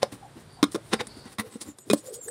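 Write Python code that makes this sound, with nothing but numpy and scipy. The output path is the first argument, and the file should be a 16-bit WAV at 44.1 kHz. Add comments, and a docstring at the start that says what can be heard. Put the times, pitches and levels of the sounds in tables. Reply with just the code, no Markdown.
"""A round plastic lunch box clicks shut and is set down on a stone kitchen counter, knocking and rocking.
Its rim scrapes as it is pressed home; a second box is put on top and slid along with a hollow groan.
Faint creaks and thin high jingles come and go throughout, over quiet room noise.
Knocks and bumps are sums of decaying modes; scrapes are random stick-slip clicks through resonances;
the groan is a roughened tone, creaks and jingles are narrow-band noise, and the room is shaped noise."""
import sys
import numpy as np
from scipy import signal
from scipy.fft import rfft, irfft, next_fast_len
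from scipy.io import wavfile

SR = 44100
rng = np.random.default_rng(int(sys.argv[2]) if len(sys.argv) > 2 else 0)


def transcribe(u):
    """Save the signal u as a 16-bit wav file named by the first command-line argument.

    u: samples, shape (n,) or (channels, n), limited to [-1, 1]; the rate is SR.
    q: integer samples, one column per channel.
    """
    v = np.clip(np.atleast_2d(u).T, -1, 1)
    q = np.round(v * 32767).astype(np.int16)
    wavfile.write(sys.argv[1], SR, q)


N = 101518
T = np.arange(N) / SR  # time in seconds

# Spectrum of the room noise. Each row: frequency in Hz, relative level in dB.
AIR_SPECTRUM = [(120, -38.5), (200, 0.5), (409, 0), (519, -2.5), (851, -5), (1230, -7.5), (1590, -8.5),
                (2610, -15), (3690, -13), (6520, -22), (9400, -14.5), (10700, -26), (14900, -31),
                (16000, -54)]
# Course of the room noise. Each row: time in seconds, level in dB.
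AIR_LEVEL = [(0, -55), (.6, -55), (1.2, -51.5), (1.4, -64.5), (1.76, -62.5), (2.0, -58), (2.3, -58)]
# Spectrum of the low room rumble. Each row: frequency in Hz, relative level in dB.
RUMBLE_SPECTRUM = [(20, -10), (50, -1.5), (85, -4.5), (120, 0.5), (165, -3.5), (230, -17.5), (500, -27),
                   (16000, -75)]
# Course of the rumble. Each row: time in seconds, level in dB.
RUMBLE_LEVEL = [(0, -53), (.4, -53), (.9, -50.5), (1.25, -53.5), (1.5, -71), (1.8, -63), (2.3, -59.5)]
# Low creaks of plastic and thin high jingles. Each row: peak in seconds, # time from peak to 1/e in seconds,
# pitch in Hz, width in Hz (doubled in each of two resonators), level in dB.
CREAKS_AND_JINGLES = [ (0.248, 0.026, 782, 71, -45), (0.256, 0.011, 7150, 194, -67),
                      (0.545, 0.048, 4630, 130, -59), (0.542, 0.019, 9340, 200, -62),
                      (0.6, 0.024, 800, 123, -49.5), (0.777, 0.015, 578, 61, -44),
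                      (0.986, 0.037, 4800, 252, -54.5), (0.999, 0.0066, 1930, 300, -37),
                      (1.11, 0.019, 4510, 244, -51), (1.195, 0.11, 4550, 350, -55),
                      (1.396, 0.006, 830, 60, -42), (1.397, 0.0079, 1960, 127, -30),
                      (1.401, 0.01, 9470, 400, -38.5), (1.443, 0.052, 457, 38.8, -46),
                      (1.54, 0.023, 8200, 250, -51.5), (1.694, 0.029, 7160, 248, -51.5),
                      (1.818, 0.028, 7000, 148, -57.5), (1.823, 0.028, 8100, 200, -57),
                      (1.8, 0.021, 11600, 900, -60), (1.912, 0.0086, 2460, 60, -31),
                      (1.979, 0.028, 8050, 130, -49.5), (2.006, 0.028, 6950, 150, -58),
                      (2.074, 0.017, 7200, 276.7, -47.5), (2.102, 0.0088, 8160, 150, -48.5),
                      (2.153, 0.017, 6900, 130, -44), (2.158, 0.023, 8240, 128, -45),
                      (2.221, 0.021, 7430, 60.5, -43), (2.254, 0.028, 7050, 306, -46.5),
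                      (2.245, 0.018, 9240, 100, -50), (2.286, 0.0043, 1690, 148, -43),
                      (2.289, 0.0091, 8330, 357, -34.5)]
# Groan of the sliding upper box. Each row: time in seconds, level in dB, pitch in Hz.
SLIDE = [(2.02, -95, 492), (2.04, -51, 508), (2.09, -37.5, 517), (2.13, -38, 435.5), (2.146, -51.5, 444),
         (2.188, -40.5, 498), (2.21, -59, 513), (2.234, -82, 426), (2.268, -42, 412), (2.3, -33.5, 515)]
# Soft bumps of the hands on the box. Each row: start in seconds, mode in Hz, level in dB.
BUMPS = [(0.137, 300, -31.5), (0.142, 108, -38), (0.361, 288, -35), (1.166, 264, -34), (1.256, 240, -28),
         (1.386, 106, -25.5), (1.467, 114, -36), (1.554, 240, -22.5), (1.556, 466, -32), (1.686, 287, -26)]
# Rim scraping and fingers brushing; the row at 1.934 s is the bright treble crack of the knock there. # Each
# row: peak in seconds, rise and fall to 1/e in seconds, # levels of bass, middle, treble and top fizz in dB.
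SCRAPES = [ (0.0274, 0.0051, 0.011, -36.5, -29.5, -42, -64), (0.122, 0.0033, 0.03, -41.5, -47, -47.5, -55),
           (0.373, 0.013, .04, -47.5, -55, -65, -70), (0.405, 0.0094, 0.017, -70, -71, -60, -66),
           (0.721, 0.0046, 0.024, -71, -53, -43, -56), (0.87, 0.027, 0.087, -63, -62, -58, -65),
           (0.938, 0.0098, 0.0089, -26.5, -24, -35.5, -70), (1.011, 0.01, 0.0049, -33.5, -25, -43.5, -76),
           (1.025, .01, 0.072, -54, -71, -68, -77), (1.176, 0.011, 0.027, -46, -64, -54.5, -78),
           (1.262, 0.014, 0.026, -50.5, -48, -58, -75), (1.330, 0.03, 0.017, -53, -52.5, -52, -61),
           (1.385, 0.0012, 0.008, -50.5, -31.5, -43, -43), (1.398, 0.0036, 0.012, -40, -29, -41, -39.5),
           (1.472, .03, 0.021, -55, -52.5, -58, -60), (1.534, 0.024, 0.042, -50.5, -52, -53, -65),
           (1.615, 0.0056, 0.015, -49, -45.5, -35.5, -60), (1.685, 0.036, 0.026, -44.5, -52.5, -53.5, -58),
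           (1.887, 0.021, 0.036, -43.5, -66, -56, -63), (1.934, 0.003, 0.0072, -32, -53, -24.5, -30),
           (1.983, 0.015, 0.017, -65, -60, -44.5, -62), (2.074, 0.031, 0.026, -57, -54.5, -49, -52),
           (2.144, .011, 0.018, -64, -59, -40.5, -46.5), (2.243, 0.019, 0.084, -70, -75, -61, -49.5)]
# Spectra of the scraping layers. Each row: frequency in Hz, relative level in dB.
SCRAPE_BASS = [(40, -29), (105, 4), (155, -15), (230, 2.5), (330, 1.5), (500, -10), (750, -20),
               (1500, -36.5), (16000, -40)]
SCRAPE_TREBLE = [(100, -49), (1800, -27), (3300, 0), (5200, 3.5), (6500, 0.5), (8200, 6.5), (9700, 10),
                 (11200, -11.5), (16000, -12)]
SCRAPE_FIZZ = [(100, -38), (7000, -38), (10500, -3), (12000, -6), (16000, -12.5)]
# Resonances of the flexing lid. Each row: frequency in Hz, width in Hz, relative level in dB.
LID_MODES = [(515, 210, 5.5), (812, 130, 8.5), (1063, 124, 8.5), (1380, 420, 2), (1860, 260, 2),
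             (2510, 900, -11.5), (2920, 860, -11), (3660, 230, 1), (5500, 510, -13.5)]
# Plastic knocks. Each row: start in seconds, wall pitch in Hz, wall level in dB, wall T60 in seconds,
# hollow level in dB, shell level in dB, shell tilt in dB per octave, crack level in dB,
# snap level in dB (before doubling).
KNOCKS = [ (0.0302, 550, -7.5, 0.035, -41, -26, -4, -26, -5),
          (0.0304, 729, -21, 0.056, -38, -29, -7, -35, -11),
          (0.6286, 291, -4, 0.049, -39, -10.5, -2, -17.5, -6.5),
          (0.6386, 358, -9.5, 0.013, -23, -14, -1, -26, -43),
          (0.7459, 324.6, -17, 0.062, -46, -35, 5, -35, -25),
          (0.7509, 315, -17.5, 0.033, -30, -26.5, -5, -33.5, -46),
          (0.7584, 430, -15, 0.026, -35, -34.5, 1, -35, -24),
          (0.931, 398, -17, 0.046, -27, -34.5, -13, -35, -9.5),
          (0.935, 501, -20, 0.046, -17.5, -21.5, 8.5, -27.5, -4),
          (0.9425, 402, -17.5, 0.033, -22, -43, -1, -53, -32),
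          (1.0112, 498, -23.5, .055, -43, -46, -9, -35, -18),
          (1.0699, 318, -52, 0.026, -39, -47.5, 19.5, -40, -29),
          (1.3847, 328, -45.5, .05, -29, -25, -1.5, -41, -46),
          (1.394, 450, -43, 0.078, -24.5, -50, 4, -41, -38),
          (1.7859, 358, -46.5, 0.068, -53, -50, 17, -46, -54),
          (1.9003, 413, -12.5, 0.088, -25.5, -15.5, 3.5, -27, -12),
          (1.9103, 413, -40, 0.058, -16, -19, 2, -28, -35),
          (1.9336, 298.4, -5.5, 0.04, -21, -28, 8, -38, -34),
          (1.934, 554, -8, 0.029, -48, -26, -4.5, -30, -15),
          (2.2836, 450, -50, 0.045, -60, -57, -6, -41, -41)]
# Stiff modes of the box. Each row: frequency in Hz, relative level in dB, T60 in seconds.
SHELL_MODES = [(1050, -6.5, 0.029), (1184, -7, 0.024), (1233, -14, 0.048), (1388, -9, 0.022),
               (1670, -24.5, 0.041), (2150, -13.5, 0.035), (2442, -17, 0.023), (3273, -10, 0.022),
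               (3583, -13.5, 0.058), (3924, -9.5, 0.032), (5155, -13, 0.023), (7010, -18.5, 0.028),
               (8500, -17, 0.034), (9870, -20.5, 0.044)]
# Spectrum of a crack. Each row: frequency in Hz, relative level in dB.
CRACK_SPECTRUM = [(60, -48), (300, 1), (750, 8), (1200, 11), (1900, 6), (2900, -8.5), (3800, 3.5),
                  (5300, 5), (7000, 0.5), (9600, 3), (11500, -8.5), (16000, -13)]

ROOM_DB, ROOM_DELAY_S, ROOM_T60_S, ROOM_TOP_HZ = -22.5, 0.0085, 0.13, 6030
SLIDE_ROUGH, SLIDE_WIDTH_HZ = 0.5, 55  # depth and bandwidth of the judder
BUMP_RISE_S, BUMP_T60_S = 0.0045, 0.047
SLIPS_PER_S, SLIP_SPREAD_DB, RUB_HISS, LID_TOP_HZ = 2500, 3.5, 0.53, 5940
HOLLOW_HZ, HOLLOW_T60_S = 220.5, 0.077
MODE_SPREAD_DB, MODE_DETUNE = 0.5, 0.0019  # random spread of mode level, and of pitch as a fraction
CRACK_T60_S, SNAP_HZ, PLASTIC_TOP_HZ = 0.027, 3130, 9300
RADIATE_SHARE = 0.67  # radiation cutoff as a share of the mode's frequency
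BASS_CUT_HZ, TOP_CUT_HZ = 75, 15700


def from_db(db):
    """Level law: amplitude gain grows tenfold every 20 dB."""
    return 10 ** (np.asarray(db) / 20)


def rms_one(x):
    """Normalisation to unit rms."""
    return x / np.sqrt(np.mean(x ** 2) + 1e-20)


def lowpass(x, order, hz):
    """Butterworth low-pass: a flat passband, then a smooth fall."""
    return signal.sosfilt(signal.butter(order, hz, fs=SR, output="sos"), x)


def highpass(x, hz):
    """Second-order Butterworth high-pass: a fall of 12 dB per octave below the cutoff."""
    return signal.sosfilt(signal.butter(2, hz, "high", fs=SR, output="sos"), x)


def colour(x, points):
    """Minimum-phase filtering: folding the cepstrum makes a spectrum causal; rms 1."""
    size = 2 * next_fast_len(N)
    hz, db = np.transpose(points)
    bins_hz = np.arange(size // 2 + 1) * SR / size
    curve_db = np.interp(np.log(bins_hz + 1), np.log(hz), db)
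    cepstrum = irfft(np.log(from_db(curve_db)))[:size // 2]
    response = np.exp(2 * rfft(cepstrum, size))
    return rms_one(irfft(rfft(x, size) * response)[:N])


def resonate(x, hz, width_hz):
    """Two-pole resonance: the pole radius sets the width, with gain about 1 at the peak."""
    r = np.exp(-np.pi * width_hz / SR)
    zeros = np.array([1, 0, -1]) * (1 - r * r) / 2
    poles = [1, -2 * r * np.cos(2 * np.pi * hz / SR), r * r]
    return signal.lfilter(zeros, poles, x)


def decay(s, t60):
    """Exponential decay: 60 dB are lost in t60 seconds after time s."""
    return (T >= s) * from_db(-60 * np.clip((T - s) / t60, 0, 4))


def ring(s, hz, t60):
    """Damped free vibration: a mode struck at time s is a decaying sine."""
    out, first = np.zeros(N), int(s * SR)
    t = T[:min(N - first, int(2 * t60 * SR))]
    out[first:first + len(t)] = np.sin(2 * np.pi * hz * t) * np.exp(-np.log(1000) * t / t60)
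    return out


def radiate(x, hz):
    """Radiation efficiency: a small box sends out little below the pitch of the mode."""
    return highpass(x, RADIATE_SHARE * hz)


def slips():
    """Stick-slip friction: dense random clicks of uneven size and sign over a little hiss."""
    sizes = from_db(SLIP_SPREAD_DB * np.minimum(rng.exponential(1, N), 4))
    signed = sizes * rng.choice([-1, 1], N)
    clicks = signed * (rng.random(N) < SLIPS_PER_S / SR)
    return rms_one(clicks) + RUB_HISS * rng.standard_normal(N)


def background(spectrum, level):
    """Stationary noise: a fixed spectrum at a slowly changing level."""
    return from_db(np.interp(T, *np.transpose(level))) * colour(rng.standard_normal(N), spectrum)


def kitchen(x):
    """Diffuse reverberation: the tiled walls return a faint, short tail of decaying noise."""
    noise = lowpass(rng.standard_normal(N), 1, ROOM_TOP_HZ)
    tail = noise * decay(ROOM_DELAY_S, ROOM_T60_S)
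    return from_db(ROOM_DB) * signal.fftconvolve(x, tail / np.linalg.norm(tail))[:N]


def creaks_and_jingles():
    """Narrow-band noise: sharp resonances turn noise into unsteady tones that swell and fade."""
    out = np.zeros(N)
    for s, length, hz, width, db in CREAKS_AND_JINGLES:
        swell = np.exp(-((T - s) / length) ** 2)
        once = resonate(rng.standard_normal(N), hz, 2 * width)
        tone = resonate(once, hz, 2 * width)
        loudness = np.sqrt(np.average(tone ** 2, weights=swell ** 2))  # rms within the swell
        out += from_db(db) * swell * tone / loudness
    return out


def slide():
    """Random modulation: plastic juddering over plastic roughens a wavering low tone."""
    s, db, hz = np.transpose(SLIDE)
    phase = 2 * np.pi * np.cumsum(np.interp(T, s, hz)) / SR
    judder = lowpass(rng.standard_normal((2, N)), 2, SLIDE_WIDTH_HZ)
    along, across = (rms_one(v) for v in judder)
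    in_phase = (1 + SLIDE_ROUGH * along) * np.sin(phase)
    quadrature = SLIDE_ROUGH * across * np.cos(phase)
    return (T > s[0]) * from_db(np.interp(T, s, db)) * rms_one(in_phase + quadrature)


def bumps():
    """Soft impact: a gradual contact wakes only one low wall mode."""
    out = np.zeros(N)
    for s, hz, db in BUMPS:
        onset = np.clip((T - s) / BUMP_RISE_S, 0, 1)
        out += from_db(db) * ring(s, hz, BUMP_T60_S) * onset
    return out


def scrapes():
    """Friction-driven resonance: rubbing swells and lets go, shaking box and lid and hissing on top."""
    friction = slips()
    flexing = sum(from_db(db) * resonate(friction, hz, width) for hz, width, db in LID_MODES)
    lid = rms_one(lowpass(flexing, 2, LID_TOP_HZ))
    bass = colour(slips(), SCRAPE_BASS)
    treble = colour(slips(), SCRAPE_TREBLE)
    fizz = colour(slips(), SCRAPE_FIZZ)
    layers = np.array([bass, lid, treble, fizz])
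    out = np.zeros(N)
    for s, rise, fall, *levels_db in SCRAPES:
        swell = np.exp(-np.abs((T - s) / np.where(T < s, rise, fall)) ** 1.304)
        out += swell * (from_db(levels_db) @ layers)
    return out


def knocks():
    """Modal impact: a knock rings wall, hollow and shell, and starts with a snap and a short crack."""
    body, cracks = np.zeros(N), np.zeros(N)
    grit = colour(rng.standard_normal(N), CRACK_SPECTRUM)
    centre_hz = np.median([mode[0] for mode in SHELL_MODES])
    for s, wall_hz, wall_db, wall_t60, hollow_db, shell_db, tilt, crack_db, snap_db in KNOCKS:
        body += from_db(wall_db) * radiate(ring(s, wall_hz, wall_t60), wall_hz)
        body += from_db(hollow_db) * radiate(ring(s, HOLLOW_HZ, HOLLOW_T60_S), HOLLOW_HZ)
        for k, (hz, db, t60) in enumerate(SHELL_MODES):
            tilt_db = tilt * np.log2(hz / centre_hz)
            mode_db = shell_db + db + tilt_db + MODE_SPREAD_DB * rng.standard_normal()
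            mode_hz = hz * (1 + MODE_DETUNE * rng.standard_normal())
            body += (-1) ** k * from_db(mode_db) * ring(s, mode_hz, t60)  # alternating polarity
        body += 2 * from_db(snap_db) * ring(s, SNAP_HZ, 2 / SNAP_HZ)  # 60 dB down in two cycles
        cracks += from_db(crack_db) * grit * decay(s, CRACK_T60_S)
    return lowpass(body, 3, PLASTIC_TOP_HZ) + cracks


def scene():
    """Superposition: the sources close by, their reverberation, and quiet room noise."""
    near = knocks() + scrapes() + bumps() + slide() + creaks_and_jingles()
    room = background(AIR_SPECTRUM, AIR_LEVEL) + background(RUMBLE_SPECTRUM, RUMBLE_LEVEL)
    return (near + kitchen(near) + room)[None]


def record(dry):
    """Band limiting: the microphone thins the deep bass, and a steep elliptic filter cuts the top."""
    thin = highpass(dry, BASS_CUT_HZ)
    return signal.sosfilt(signal.ellip(10, 0.1, 80, TOP_CUT_HZ, fs=SR, output="sos"), thin)


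dry = scene()
out = record(dry)
transcribe(out)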